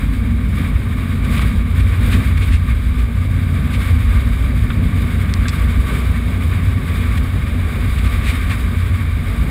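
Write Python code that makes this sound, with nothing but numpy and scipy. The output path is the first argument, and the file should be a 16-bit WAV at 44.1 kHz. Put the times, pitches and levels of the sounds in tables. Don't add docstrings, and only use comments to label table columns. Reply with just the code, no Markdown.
import sys
import numpy as np
from scipy.fft import rfft, irfft, next_fast_len
from scipy.io import wavfile
from scipy.ndimage import uniform_filter1d, map_coordinates

SR = 44100
rng = np.random.default_rng(int(sys.argv[2]) if len(sys.argv) > 2 else 0)


def wav_record(signal):
    frames = np.transpose(np.atleast_2d(signal))
    bounded = np.clip(frames, -1, 1)
    quanta = np.round(bounded * 32767).astype(np.int16)
    wavfile.write(sys.argv[1], SR, quanta)


N = 418950

# centre in Hz, width in Hz, relative gain in dB.
DEEP_CABIN_MODES = [(51.4, 5.7, -7.5), (61.07, 4.2, -2)]
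UPPER_CABIN_MODES = [(87.5, 4.5, 1), (104.8, 7.4, -9.5)]
PANEL_MODES = [(141.6, 17, 1), (183.8, 16, -3), (227.4, 19.8, -1.5), (250.7, 18.6, -3.5)]
MOAN_MODES = [(651, 8, -6), (717, 6.5, 8)]
HOLLOW_MODES = [(1156, 108, 2), (1550, 147, -4), (1830, 230, -7), (2195, 100, -1), (2327, 163, -5.5),
                (3580, 380, -22), (3440, 450, -23.5), (4730, 55, -21)]
SIZZLE_MODES = [(4660, 170, 1), (7950, 400, -9), (9450, 450, -4.5), (13200, 800, -11)]
TICK_MODES = [(2120, 440, -2), (3550, 840, -1.5), (4900, 530, 0.5), (7100, 1000, -8), (7840, 740, -4)]
KNOCK_MODES = [(1180, 150, 1), (1640, 120, 6), (2640, 220, -6), (3600, 210, -2)]

# frequency in Hz, relative density in dB.
SWAY_SPECTRUM = [(6, -20), (16, -18), (28, -10), (44, -3), (62, 0), (85, -10), (130, -36), (400, -85)]
ROAR_SPECTRUM = [(150, -15), (280, -0.5), (340, 1), (440, 1), (560, -3), (700, -6), (800, -10.5),
                 (1000, -9), (2000, -38), (5000, -76)]
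AIR_SPECTRUM = [(500, -40), (850, -8), (1100, -1), (2400, 14.5), (2750, -20), (3800, 7.5), (4300, -26),
                (5300, -37), (5900, -40), (9000, -60)]
FIZZ_SPECTRUM = [(900, -14), (2000, 0.5), (3700, 12), (4350, -2.5), (5400, -2.5), (5950, -19.5), (6500, -4),
                 (7900, 0), (9600, 3), (10700, -0.5), (11450, -13), (12200, 1.5), (14300, 0), (15400, -4.5)]
SPLASH_SPECTRUM = [(300, -26), (800, -2.5), (1200, -12), (2300, 9), (3000, 0.5), (3800, -0.5), (6000, -19),
                   (9000, -8), (15000, -38)]

# time in seconds, level in dB.
DEEP_LEVELS = [(0.0, -17), (0.79, -18), (1.04, -23), (1.38, -16), (3.03, -14.5), (3.27, -21.5),
               (3.66, -20.0), (4.16, -13.2), (5.13, -20), (5.69, -14.5), (6.87, -22.5), (7.11, -17.2),
               (7.72, -21.5), (7.99, -15), (8.97, -22), (9.5, -16)]
BOOM_LEVELS = [(0.0, -25), (0.24, -20), (1.65, -20), (1.81, -14), (2.58, -16), (2.97, -24.5), (3.27, -15),
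               (3.78, -20), (3.92, -14.3), (4.39, -21.1), (4.89, -16.5), (5.98, -20.9), (6.72, -14.9),
               (6.81, -18.5), (8.65, -20.5), (8.87, -14.5), (9.5, -25.5)]
DRONE_LEVELS = [(0.0, -23.5), (0.62, -21.5), (0.84, -26.5), (1.32, -20), (1.93, -26.5), (2.15, -19.5),
                (2.37, -25.5), (3.15, -26.7), (3.67, -20.5), (3.8, -26), (4.45, -25.1), (4.81, -21),
                (5.19, -23.6), (9.24, -27.5), (9.5, -22)]
MOAN_LEVELS = [(0, -70), (6.5, -56), (7.2, -59), (8.4, -52.5), (9.5, -59)]
ROAR_BASE_LEVELS = [(0, -38.2), (1.3, -37.3), (2.2, -37), (2.5, -40.5), (3.4, -38), (6.4, -37), (7.8, -37),
                    (8.5, -39), (9.1, -38.5), (9.5, -34.5)]
STEADY_WIND_LEVELS = [(0, -34), (.45, -37), (1.05, -35), (1.65, -35.5), (3.15, -36.5), (3.6, -33.5),
                      (4.6, -33.5), (5.7, -32.5), (7.4, -34), (8.5, -31.5), (9.1, -34.5), (9.5, -32.5)]

# peak time in seconds, rise in dB, Gaussian sigma in seconds.
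GUST_SWELLS = [(.64, 5, 0.078), (1.385, 7, 0.08), (1.79, 4.5, 0.017), (2.14, 6.5, 0.17), (2.48, 4, 0.044),
               (2.698, 3.2, .022), (3.01, 3, 0.04), (3.82, 4.5, 0.071), (4.16, 3.5, 0.049),
               (5.63, 2.8, 0.054), (5.946, 4.8, 0.051), (6.557, 2.4, .04), (7.036, 3, 0.13),
               (7.93, 1.7, .14), (8.29, 3.5, 0.074), (8.538, 2, 0.034)]
# peak time in seconds, deep cabin drive in dB, upper cabin drive in dB.
EDDY_THUDS = [(.76, 12, -1), (1.74, -6, 6.5), (1.85, 6, 0.5), (2.53, 10, 3), (2.75, 9, -2), (2.93, 4, 2),
              (3.36, 2, 4), (3.91, 3, 4), (4.5, 1, 4), (4.6, 5, 9), (5.4, 1, 6), (5.64, 8, 5.5),
              (5.77, 8.5, 3), (5.87, 5, 0), (6.11, 6, 7), (7.59, 3, 8), (8.65, 8, -3)]
# peak time in seconds, relative level in dB, Gaussian sigma in seconds.
SPRAY_CLUMPS = [(1.25, -24.5, 0.005), (1.34, -30, 0.013), (1.381, -19.5, 0.0059), (1.419, -22, .008),
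                (1.805, -24, 0.0055), (2.136, -18, 0.014), (2.378, -21.5, 0.0035), (2.429, -22.5, .012),
                (2.542, -22, 0.021), (2.995, -28, 0.0089), (3.746, -23, 0.013), (7.178, -22, .005),
                (7.989, -23.5, 0.0053), (8.065, -25, 0.011), (8.29, -20, 0.032), (8.515, -21, 0.013)]
# start in seconds, level in dB, 60 dB decay time in seconds.
HARD_BLOWS = [(5.3388, -14, 0.0096), (5.4828, -16.5, 0.021), (5.4915, -25.5, 0.042)]
SOFT_BLOWS = [(1.394, -17, 0.022), (4.7025, -20, 0.053), (5.4555, -19, 0.043)]


def buffeting(thud_sigma_s=0.026):
    deep_thuds = amp(swells_db([(s, db, thud_sigma_s) for s, db, _ in EDDY_THUDS]))
    boom_thuds = amp(swells_db([(s, db, thud_sigma_s) for s, _, db in EDDY_THUDS]))
    deep = ringing(DEEP_CABIN_MODES, low_hz=35.3, high_hz=78)
    deep += amp(-11) * coloured(noise(), SWAY_SPECTRUM)
    deep = deep_thuds * steadied(deep, window_s=0.1)
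    boom = ringing(UPPER_CABIN_MODES, low_hz=71, high_hz=125.6)
    boom = boom_thuds * steadied(boom, window_s=0.12)
    drone = ringing(PANEL_MODES, low_hz=112, high_hz=289)
    return (thumping(deep, DEEP_LEVELS, lumps_db=1.6, window_s=0.27)
            + thumping(boom, BOOM_LEVELS, lumps_db=0.7, window_s=0.21)
            + thumping(drone, DRONE_LEVELS, lumps_db=1.5, window_s=0.17))


def thumping(ring, levels, lumps_db, window_s):
    lumps = amp(lumps_db * wobble(14))
    return amp(envelope_db(levels)) * steadied(lumps * ring, window_s)


def rush(wind_db, eddies, base_db=-33.5):
    hollows = ringing(HOLLOW_MODES, low_hz=1040, high_hz=4300)
    air = amp(-9) * coloured(noise(), AIR_SPECTRUM)
    level_db = base_db + wind_db + 0.75 * eddies + 1.1 * wobble(45)
    return amp(level_db) * unit(hollows + air)


def roar(wind_db):
    level_db = envelope_db(ROAR_BASE_LEVELS) + 0.58 * wind_db + 0.97 * wobble(22)
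    return amp(level_db) * coloured(noise(), ROAR_SPECTRUM)


def spray(wind_db, eddies, base_db=-42.5, drops_per_s=4000, size_spread_db=4.5):
    sizes = amp(size_spread_db * np.minimum(rng.exponential(size=N), 4))
    landings = rng.random(N) < drops_per_s / SR
    drops = landings * sizes * np.sign(noise())
    patter = coloured(unit(drops) + amp(2) * noise(), FIZZ_SPECTRUM)
    sizzle = amp(-9.5) * ringing(SIZZLE_MODES, low_hz=4540, high_hz=14500)
    level_db = base_db + 1.22 * wind_db + 1.4 * eddies
    return amp(level_db) * (patter + sizzle)


def flurries(trim_db=-7.5):
    bursts = sum(amp(db + trim_db) * bell(peak_s, sigma_s) for peak_s, db, sigma_s in SPRAY_CLUMPS)
    return bursts * coloured(noise(), SPLASH_SPECTRUM)


def debris(blows, modes, contact_hz):
    t = np.arange(N) / SR
    force = sum((t >= start_s) * amp(db - 60 * np.abs(t - start_s) / t60_s)
                for start_s, db, t60_s in blows)
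    rattle = unit(filtered(noise(), lambda f: resonances(modes, f)))
    hits = force * steadied(rattle, window_s=0.0032)
    return filtered(hits, lambda f: 1 / np.sqrt(1 + (f / contact_hz) ** 10))


def moan():
    return amp(envelope_db(MOAN_LEVELS)) * ringing(MOAN_MODES, low_hz=550, high_hz=800)


def ringing(modes, low_hz, high_hz):
    def band(f):
        return 1 / np.sqrt((1 + (low_hz / (f + 1)) ** 10) * (1 + (f / high_hz) ** 20))
    rings = sum(filtered(noise(), lambda f: resonances([mode], f)) for mode in modes)
    return unit(filtered(rings, band))


def resonances(modes, f):
    return sum((-1) ** k * amp(db) * 1j * f * width_hz / (hz * hz - f * f + 1j * f * width_hz)
               for k, (hz, width_hz, db) in enumerate(modes))


def coloured(x, spectrum):
    hz, db = np.transpose(spectrum)
    return unit(filtered(x, lambda f: amp(np.interp(np.log(f + 1), np.log(hz), db))))


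def filtered(x, response):
    size = next_fast_len(N + SR // 2)
    return irfft(rfft(x, size) * response(np.fft.rfftfreq(size, 1 / SR)), size)[:N]


def steadied(x, window_s):
    size = max(int(window_s * SR), 2)
    power = uniform_filter1d(uniform_filter1d(x * x, size), size)
    return unit(x / np.sqrt(np.abs(power) + 1e-6))


def envelope_db(levels):
    times_s, db = np.transpose(levels)
    return np.interp(np.arange(N) / SR, times_s, db)


def swells_db(rows):
    return sum(db * bell(peak_s, sigma_s) for peak_s, db, sigma_s in rows)


def bell(peak_s, sigma_s):
    return np.exp(-0.5 * ((np.arange(N) / SR - peak_s) / sigma_s) ** 2)


def wobble(knots_per_s):
    knots = rng.standard_normal(int(N * knots_per_s / SR) + 4)
    return map_coordinates(knots, [np.arange(N) * knots_per_s / SR])


def noise():
    return rng.standard_normal(N)


def unit(x):
    return x / np.sqrt(np.mean(x ** 2) + 1e-20)


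def amp(db):
    return 10 ** (np.asarray(db) / 20)


def scene(usual_wind_db=-33):
    wind_db = envelope_db(STEADY_WIND_LEVELS) - usual_wind_db + swells_db(GUST_SWELLS)
    eddies = unit(wobble(42) + 0.6 * wobble(14))
    wind = buffeting() + roar(wind_db) + moan() + rush(wind_db, eddies)
    ticks = debris(HARD_BLOWS, TICK_MODES, contact_hz=13000)
    knocks = debris(SOFT_BLOWS, KNOCK_MODES, contact_hz=3700)
    return (wind + spray(wind_db, eddies) + flurries() + ticks + knocks)[None]


def record(dry, ceiling=0.8, top_hz=15660):
    rounded = dry[0] / (1 + np.abs(dry[0] / ceiling) ** 10) ** (1 / 10)
    return filtered(rounded, lambda f: f < top_hz)[None]


dry = scene()
out = record(dry)
wav_record(out)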